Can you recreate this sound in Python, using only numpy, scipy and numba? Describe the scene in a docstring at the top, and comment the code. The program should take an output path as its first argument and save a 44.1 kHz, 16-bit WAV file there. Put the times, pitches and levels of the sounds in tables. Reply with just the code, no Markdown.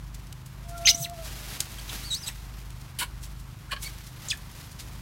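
"""Macaques squabbling on a forest path

Close to the microphone, macaques quarrel over fruit on a stone path. Their squeaks and
shrieks are whistles of the vocal folds that break into a rasp when pressed; in the harsh
little barks, chaotic folds ring the throat. Hands and feet scuff over grit and dry leaves.
Further off one animal coos, and a distant engine idles under the soft hiss of the trees."""
import sys
import numpy as np
from scipy import signal
from scipy.fft import rfft, irfft, next_fast_len
from scipy.io import wavfile
from scipy.ndimage import uniform_filter1d
from numba import njit

SR = 44100
rng = np.random.default_rng(int(sys.argv[2]) if len(sys.argv) > 2 else 0)


def store_wav(level_fs):
    """Save 16-bit WAV to argv[1]."""
    pcm = np.round(np.clip(np.atleast_2d(level_fs), -1, 1) * 32767)
    wavfile.write(sys.argv[1], SR, pcm.T.astype(np.int16))


N = 221173
T = np.arange(N) / SR
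RASP_HZ = 990  # slow second vibration of the larynx in rough stretches
TOP_HZ = 15850  # upper edge of the recorder's band


def squeak(t, hz, db, rough, octave_db, air_db, edge_hz, shake_hz=RASP_HZ, shake_depth=0.24):
    """A whistling voice that breaks into a rasp around its first two harmonics when pressed."""
    # resonances of the narrowed throat: (frequency [Hz], width [Hz], gain [dB])
    throat = [(2400, 90, -3.5), (3370, 800, -25), (3880, 780, 5), (5100, 390, -1), (6200, 1100, 3),
              (8700, 670, -3)]
    # colour of the rasp: (frequency [Hz], gain [dB])
    rasp_colour = [(900, -56), (1500, -31), (2100, -4), (4000, -2), (6300, -2.5), (7500, -7), (10000, -10),
                   (12500, 2), (16000, -14)]
    # air forced through the throat: (frequency [Hz], gain [dB])
    air_colour = [(2500, -39), (5200, -14), (6300, 1), (7300, -9), (8100, 7), (9300, -6), (10800, -0.5),
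                  (12500, 3.5), (14000, -8), (16000, 7)]
    # the small mouth radiates no bass: (frequency [Hz], gain [dB])
    mouth = [(700, -43), (1150, -4), (1500, 4.5), (16000, -2)]
    n, octave = len(t), undb(octave_db)
    rough = np.clip(rough * undb(wander(n, 247)), 0, 1)
    folds = rasp(n, RASP_HZ, jitter=.065, air=1.0)
    # the second vibration of the larynx shakes the whistle and gives it side tones
    shake = np.sin(turns(shake_hz * (1 + 0.0516 * wander(n, 299))))
    jitter = (0.005 + 0.0795 * rough) * wander(n, 1100)
    phase = turns(hz * (1 + jitter)) + shake_depth * rough * shake
    weights = [1, octave, 0.023 * np.sqrt(octave), 0.084 * octave]
    # overtones die away above the throat's top resonance
    tone = sum(weight * np.sin(k * phase) / (1 + (k * hz / 13000) ** 6) * (k * hz < TOP_HZ)
               for k, weight in enumerate(weights, 1))
    tone = steady(tone) * undb(1.6 * wander(n, 448))
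    harsh = resonate(folds, hz, .5 * hz)[0] + 0.38 * octave * resonate(folds, 2 * hz, 3.7 * hz)[0]
    ring = sum(undb(gain_db) * resonate(harsh, f, width)[0] for f, width, gain_db in throat)
    harsh = steady(colour(ring + 0.15 * harsh, rasp_colour))
    voice = steady(np.sqrt(1 - rough ** 2) * tone + rough * harsh, size=260)
    air = colour(rasp(n, RASP_HZ, jitter=0.06, air=2.2), air_colour)
    air = steady(colour(air, [(edge_hz, 0), (1.25 * edge_hz, -15)]))
    return colour(fade(t) * (undb(db) * voice + undb(air_db) * air), mouth)


def shriek():
    """One loud, close cry, cleaner towards its ends and breaking up in the middle."""
    # course of the cry, ahead of the mouth: (time [s], pitch [Hz], level [dB], roughness [0-1],
    # octave over fundamental [dB], air level [dB])
    course = [(.847, 2068, -49, 0.3, -22, -46), (.858, 3060, -20.5, 0.17, 7, -45),
              (.868, 3112, -16.5, 0, 26, -49), (.8705, 2594, -16.5, 0.93, -6, -38),
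              (.877, 2006, -16, 0.79, 14, -40), (.885, 2222, -17.5, 0.68, -3.5, -42),
              (.891, 2510, -13.5, 0.6, 23, -27), (.902, 2980, -17.5, 0.7, 34, -28),
              (.914, 2890, -20, 0.05, 8, -28), (.922, 2960, -54, 0.5, -13, -68)]
    out = np.zeros(N)
    t, (hz, db, rough, octave_db, air_db) = controls(course)
    add(out, t[0], squeak(t, hz, db, rough, octave_db, air_db, edge_hz=16400))
    return out


def squeal():
    """A long wavering cry with wide side tones; pressed harder, it carries more rasp and air."""
    # course of the cry, ahead of the mouth: (time [s], pitch [Hz], level [dB])
    course = [(2.03, 3820, -45), (2.036, 3835, -51), (2.05, 4496, -43), (2.064, 4650, -42.5),
              (2.1, 4300, -48), (2.11, 3916, -32), (2.14, 3756, -28.5), (2.196, 5980, -51),
              (2.218, 6140, -50), (2.238, 4840, -40), (2.255, 4930, -45)]
    out = np.zeros(N)
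    t, (hz, db) = controls(course)
    rough = 0.16 * undb(0.12 * (db - db.max()))
    add(out, t[0], squeak(t, hz, db, rough, octave_db=-10.5, air_db=db - 7.5, edge_hz=8400,
                          shake_hz=2280, shake_depth=0.25))
    return out


def short_squeaks():
    """Brief close calls: most start strained, swell and clear, then let go in level and pitch."""
    # calls, ahead of the mouth: (peak time [s], rise [s], fall [s], start pitch [Hz], peak pitch [Hz],
    # relaxed pitch [Hz], level [dB], swell [dB], starting roughness [1 = all rasp],
    # octave over fundamental [dB], air over voice [dB], upper edge of the air [Hz])
    calls = [ (.939, 0.018, .008, 2880, 2220, 2600, -42, 8, 0.8, -2, -4, 13000),
             (.948, 0.0036, 0.043, 2750, 2940, 3700, -25, 7, 0.2, 23, -13, 14000),
             (1.032, .057, 0.042, 8000, 5870, 4500, -32, 12, 0.65, -1, -0.5, 16000),
             (1.051, 0.015, 0.027, 4350, 3954, 990, -31, 10, 0.65, -17, -8, 15000),
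             (1.799, 0.016, 0.0082, 1500, 2270, 2770, -42.5, 2, 0.2, 10, -4, 11000),
             (1.901, 0.0092, 0.013, 3430, 3440, 3300, -39, -2, 1.1, -9, -11, 9000),
             (2.149, 0.0064, 0.011, 4140, 4400, 4200, -35, 8, .7, -14, 5.5, 6960),
             (2.282, .02, 0.028, 4140, 3880, 1110, -31, 11, 0.54, 0.5, -3, 11300),
             (3.714, .021, .006, 1460, 1830, 3000, -46.5, -1, 0.1, -24, -13, 9000),
             (3.875, 0.051, 0.019, 2140, 2213, 840, -37.5, 15, 0.47, 3, -7, 12000),
             (4.286, 0.00138, .006, 7600, 7100, 5000, -27.5, 10, .45, -14, -6, 10000),
             (4.312, .026, 0.034, 6406, 3450, 1396, -22, 16, 0.82, -7, -12, 9000), ]
    relax_s, release_db = .013, 25
    step_ratio, crack_db = 1.42, -7.5
    out = np.zeros(N)
    for (s, rise, fall, start_hz, peak_hz, end_hz, peak_db, swell_db,
         strain, octave_db, air_db, edge_hz) in calls:
        t = span(s - rise, s + fall)
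        rising = np.clip(1 + (t - s) / rise, 0, 1)
        falling = np.clip((t - s) / fall, 0, 1)
        bend = rising ** 2.2  # the pitch holds at first and bends late
        relaxed = 1 - np.exp(-np.maximum(t - s, 0) / relax_s)
        glide_hz = start_hz + (peak_hz - start_hz) * bend + (end_hz - peak_hz) * relaxed
        db = peak_db - swell_db * (1 - rising) - release_db * falling
        # the voice clears at the peak and frays as it dies
        rough = strain * (1 - .7 * bend) * (1 - falling) + .5 * falling
        # the glide sticks on steps and cracks between them
        steps = np.log(glide_hz / peak_hz) / np.log(step_ratio)
        hz = peak_hz * step_ratio ** (steps - np.sin(2 * np.pi * steps) / (2 * np.pi))
        crack = np.sin(np.pi * steps) ** 2
        call = squeak(t, hz, db + crack_db * crack, rough + 0.13 * crack, octave_db, db + air_db, edge_hz)
        add(out, t[0], call)
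    return out


def barks():
    """Chaotic folds ring the throat; as the mouth opens, low resonances come in and the hiss drops."""
    # barks: (start [s], attack [s], hold [s], release [s], level [dB], mouth opens after [s],
    # open mouth's low cut [Hz], shut mouth's hiss over voice [dB], jaw shift of resonances [ratio])
    calls = [ (2.986, 0.0024, 0.044, 0.025, -28.5, .024, 786, 5, 1.06),
             (3.709, 0.01, 0.017, 0.013, -29, 0.0113, 454, -6.5, 1.173),
             (3.7615, .0015, 0.01, 0.012, -39, .001, 900, -16, 1.16), ]
    # throat resonances: (frequency [Hz], width [Hz], gain [dB], share of the jaw shift [0-1])
    throat = [(570, 46, 2, 0.17), (992, 110, 7, 0.88), (1423, 133, 6.5, 0.96), (2160, 160, 5, 0.75),
              (3000, 180, 8, 0), (3700, 340, 0, 0.56), (4250, 91, 0, 0.15), (7500, 240, -13, 0)]
    # breathy edge of a bark: (frequency [Hz], gain [dB])
    hiss_colour = [(1500, -7), (4400, 6.5), (6300, -2), (8000, 7.5), (11000, 6.5), (13000, -1), (16000, 1)]
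    range_db, opening_s = 19.5, 0.0067
    shut_hz = 2090  # the nearly shut mouth passes only treble
    out = np.zeros(N)
    for s, attack, hold, release, peak_db, opens, open_hz, hiss_db, jaw in calls:
        corners = s + np.cumsum([0, attack, hold, release])
        t = span(s, corners[-1])
        db = peak_db - range_db * np.interp(t, corners, [1, 0, 0, 1])
        openness = .5 + .5 * np.tanh((t - s - opens) / opening_s)
        low_cut_hz = shut_hz + (open_hz - shut_hz) * openness
        folds = rasp(len(t), hz=500, jitter=.2, air=0.32)
        voice = np.zeros(len(t))
        for rest_hz, width, gain_db, share in throat:
            hz = rest_hz * jaw ** share
            # each resonance acts twice, which keeps the valleys between them dark
            ring = resonate(folds, hz, width)[0]
            voice += undb(gain_db) * resonate(ring, hz, 6 * width)[0]
        for _ in range(2):
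            voice = resonate(voice, low_cut_hz, low_cut_hz)[1]
        hiss = undb(hiss_db - 10 * openness) * unit(colour(rng.standard_normal(len(t)), hiss_colour))
        add(out, s, fade(t) * undb(db) * steady(steady(voice) + hiss))
    return out


def rasp(n, hz, jitter, air):
    """Uneven slaps of the vocal folds, each with a puff of air."""
    cycle = np.cumsum(hz * np.exp(jitter * wander(n, hz))) / SR
    slaps = np.diff(np.floor(cycle), prepend=0) * undb(7.0 * wander(n, hz))
    puffs = np.exp(-(cycle % 1) / 0.82) * rng.standard_normal(n)
    return unit(slaps) + air * unit(puffs)


def contacts():
    """Short gritty scuffs and the dull pats of feet on the stone, near the microphone."""
    # scuffs, slaps and snapping stalks: (time [s], level [dB], decay [s], band centre [Hz])
    scuffs = [(0.1467, -41, 0.0076, 5600), (0.27, -47, 0.0027, 7000), (0.3271, -35.5, 0.0026, 4800),
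              (0.4628, -44.5, 0.0078, 7000), (.693, -44.5, .016, 7000), (0.78, -40.5, 0.01, 6800),
              (1.098, -33.5, 0.0013, 5900), (1.25, -40.5, 0.019, 6000), (1.604, -38, 0.00053, 4860),
              (1.6053, -18, 0.0028, 6030), (1.611, -34.5, 0.011, 5000), (1.72, -41, 0.0037, 5500),
              (2.705, -41, 0.0024, 4300), (2.815, -45.5, 0.0054, 5000), (3.238, -41, .022, 5850),
              (3.4, -49.5, 0.016, 7000), (3.831, -34, 0.02, 7200), (4.069, -43.5, 0.014, 5500),
              (4.374, -42, .0035, 10000), (4.516, -48, .0055, 8100), (4.718, -44.5, .009, 6500),
              (4.7938, -39, 0.01, 4370), (4.805, -40, 0.017, 4600)]
    # soft footfalls: (time [s], peak level [dB], pitch [Hz], half length [s])
    footfalls = [(0.949, -34, 242, 0.0034), (1.012, -29.5, 133, 0.0086), (3.027, -49, 319, 0.017)]
    out = np.zeros(N)
    t = np.arange(-SR // 20, SR // 8) / SR
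    for s, db, decay, hz in scuffs:
        scrape = resonate(grit(len(t), rate=5000, spread_db=6), hz, 1.44 * hz)[0]
        add(out, s + t[0], undb(db) * swell(t, 0.45 * decay, decay) * unit(scrape))
    for s, db, hz, half_length in footfalls:
        out += undb(db) * np.exp(-((T - s) / half_length) ** 2) * np.cos(2 * np.pi * hz * (T - s))
    return out


def shuffle():
    """Fur, hands and feet dragging over the path in fits and starts."""
    # bodies dragging: (peak time [s], level [dB], rise [s], decay [s])
    drags = [(.82, -49.5, 0.09, 0.28), (1.29, -42, 0.076, 0.71), (1.545, -38.5, 0.057, 0.049),
             (1.78, -48, 0.066, 0.052), (1.951, -37, 0.083, 0.07), (2.11, -48, 0.062, 0.18),
             (2.29, -39.5, .03, 0.028), (2.6, -56, 0.075, 0.1), (3.3, -60, .06, 0.17),
             (3.5, -64, 0.036, 0.061), (3.86, -45, 0.051, 0.13), (4.02, -52.5, 0.037, 0.36),
             (4.26, -45.5, 0.08, 0.13), (4.61, -46.5, 0.11, 0.094), (4.88, -53, 0.11, 0.97)]
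    # rubbed grit and dry leaves: (frequency [Hz], gain [dB])
    rub_colour = [(120, -1), (250, 1.5), (500, -3.5), (1000, -2), (2000, 0), (4000, -1), (6000, -2.5),
                  (8500, -6.5), (12000, -5), (16000, -11)]
    rustle_db = -58  # the troop is never quite still
    drag_power = sum((undb(db) * swell(T - s, rise, decay)) ** 2 for s, db, rise, decay in drags)
    level = np.sqrt(undb(rustle_db) ** 2 + drag_power) * undb(1.6 * wander(N, 70))
    return level * unit(colour(grit(N, rate=3500, spread_db=1.5), rub_colour))


def grit(n, rate, spread_db):
    """Tiny clicks of uneven size, about rate a second, over a smooth rub."""
    size = undb(spread_db * np.minimum(rng.exponential(size=n), 4))
    clicks = (rng.random(n) < rate / SR) * size * rng.standard_normal(n)
    return unit(unit(clicks) + 1.17 * rng.standard_normal(n))


def coo():
    """A macaque further off: a nearly pure call whose pitch holds, then sags at the end."""
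    # course of the call: (time [s], pitch [Hz], fundamental [dB], second harmonic [dB])
    course = [(0.62, 683, -63, -76), (0.636, 681, -62, -69), (0.694, 687, -50, -72),
              (0.76, 689, -44.5, -42), (0.816, 681, -40.5, -58), (0.87, 689, -43.5, -46),
              (1.016, 680, -46.5, -70), (1.066, 682.5, -47.5, -61), (1.132, 697, -42, -72),
              (1.17, 654, -52, -63), (1.194, 665.7, -40.5, -57), (1.29, 611, -60, -69)]
    out = np.zeros(N)
    t, (hz, db, second_db) = controls(course)
    phase = turns(hz * (1 + 0.0025 * wander(len(t), 63)))
    voice = undb(db) * np.sin(phase) + undb(second_db) * np.sin(2 * phase)
    add(out, t[0], np.sqrt(2) * fade(t) * voice * undb(.9 * wander(len(t), 50)))
    return out


def engine():
    """A far idling engine: only low multiples of its firing rate carry through the trees."""
    # tones above the lowest hum: (multiple of the firing rate, level [dB])
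    tones = [(3, -54.5), (4, -62), (5, -49.5), (6, -55), (7, -61.5), (8, -69.5), (9, -66), (12, -69.5)]
    # brief dips that make the lowest hum throb: (time [s], half length [s])
    hum_dips = [(.44, .11), (1.047, 0.096), (1.612, 0.093), (2.217, 0.084), (2.93, 0.12), (3.575, 0.079),
                (4.19, 0.18), (4.666, 0.16)]
    firing_hz, hum_db, dip_db = 25.48, -41.2, -14
    phase = turns(firing_hz * (1 + 0.00468 * wander(N, 3.99)))
    dips = sum(np.exp(-((T - s) / half_length) ** 2) for s, half_length in hum_dips)
    hum = undb(hum_db + dip_db * dips) * np.cos(2 * phase)
    for k, db in tones:
        hum += undb(db + 1.5 * wander(N, 5.5)) * np.cos(k * phase + wander(N, 3) / 2)
    return np.sqrt(2) * hum


def forest():
    """Far rumble and the soft, gently swelling hiss of leaves."""
    # forest air: (frequency [Hz], relative level [dB])
    air_colour = [(20, -35), (31, -16), (39, 7), (48, -1.5), (75, 2.5), (110, 3), (160, -4.5), (230, -12.5),
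                  (320, -14), (480, -22), (1050, -16), (2000, -23), (4500, -29.5), (11000, -39),
                  (16000, -39)]
    level_db = -47
    return unit(colour(rng.standard_normal(N), air_colour)) * undb(level_db + 0.76 * wander(N, 6.8))


def trees(x, wet_db, t60):
    """The direct sound plus up to half a second of thin, dull scatter from the path and the trunks."""
    t = T[:SR // 2]
    tail = grit(len(t), rate=900, spread_db=4) * undb(-60 * t / t60) * (t > .004)
    tail = unit(colour(tail, [(300, 2), (2500, -8.0), (12000, -6.5)])) / np.sqrt(len(t))
    return x + undb(wet_db) * signal.fftconvolve(x, tail)[:N]


def undb(db):
    """Decibels to gain."""
    return 10 ** (np.asarray(db) / 20)


def unit(x):
    """Scale to an rms of one."""
    return x / np.sqrt(np.mean(x ** 2) + 1e-18)


def steady(x, size=180):
    """Hold the rms over size samples at one."""
    return x / np.sqrt(np.abs(uniform_filter1d(x ** 2, size)) + 1e-12)


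def wander(n, rate):
    """Random drift with a spread near one and about rate turns a second."""
    knots = rng.standard_normal(n + 2)
    return 1.2 * np.interp(np.arange(n) * min(rate / SR, 1), np.arange(n + 2), knots)


def colour(x, points):
    """Filter by a curve of (frequency [Hz], gain [dB]) points."""
    hz, db = np.transpose(points)
    size = next_fast_len(len(x) + 1024)
    bin_hz = np.maximum(np.fft.rfftfreq(size, 1 / SR), 1)
    gain = undb(np.interp(np.log(bin_hz), np.log(hz), db))
    return irfft(rfft(x, size) * gain, size)[:len(x)]


@njit
def svf(x, tuning, damping):
    """State-variable filter retuned every sample: band and high outputs."""
    band, high = np.empty(len(x)), np.empty(len(x))
    band_state, low_state = 0., 0.
    for i in range(len(x)):
        g, k = tuning[i], damping[i]
        v = (band_state + g * (x[i] - low_state)) / (1 + g * (g + k))
        low = low_state + g * v
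        band[i], high[i] = k * v, x[i] - k * v - low
        band_state, low_state = 2 * v - band_state, 2 * low - low_state
    return band, high


def resonate(x, hz, width):
    """The pair (band-passed, high-passed) for a still or moving resonance."""
    hz = np.clip(hz + np.zeros(len(x)), 10, .45 * SR)
    return svf(x, np.tan(np.pi * hz / SR), width / hz)


def turns(hz):
    """Running phase in radians."""
    return 2 * np.pi * np.cumsum(hz) / SR


def span(start, end):
    """Sample times between two moments."""
    return T[(T >= start) & (T <= end)]


def controls(rows):
    """Sample times of a call and its columns joined by straight lines."""
    times, *columns = np.transpose(rows)
    t = span(times[0], times[-1])
    return t, [np.interp(t, times, column) for column in columns]


def fade(t):
    """A millisecond's fade at both ends of a call."""
    return np.clip(np.minimum(t - t[0], t[-1] - t) / .001, 0, 1)


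def swell(t, rise, decay):
    """A level that grows to one at time zero and dies away."""
    return np.exp(np.minimum(t / rise, -t / decay))


def add(out, start, x):
    """Mix x into out from a time in seconds."""
    i = max(int(start * SR), 0)
    out[i:i + len(x)] += x[:max(N - i, 0)]


def scene():
    """One microphone by the path: the troop close, the coo further off, engine and forest behind."""
    troop = contacts() + shuffle() + shriek() + squeal() + short_squeaks() + barks()
    near = trees(troop, wet_db=-14.5, t60=0.16)
    far = trees(coo(), wet_db=-15, t60=1.0)
    return (near + far + engine() + forest())[None]


def record(dry):
    """The recorder rounds the very highest peaks and cuts the top steeply."""
    rounded = dry / (1 + (dry / .8) ** 6) ** (1 / 6)
    return signal.sosfilt(signal.ellip(10, .2, 70, TOP_HZ, fs=SR, output="sos"), rounded)


dry = scene()
out = record(dry)
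store_wav(out)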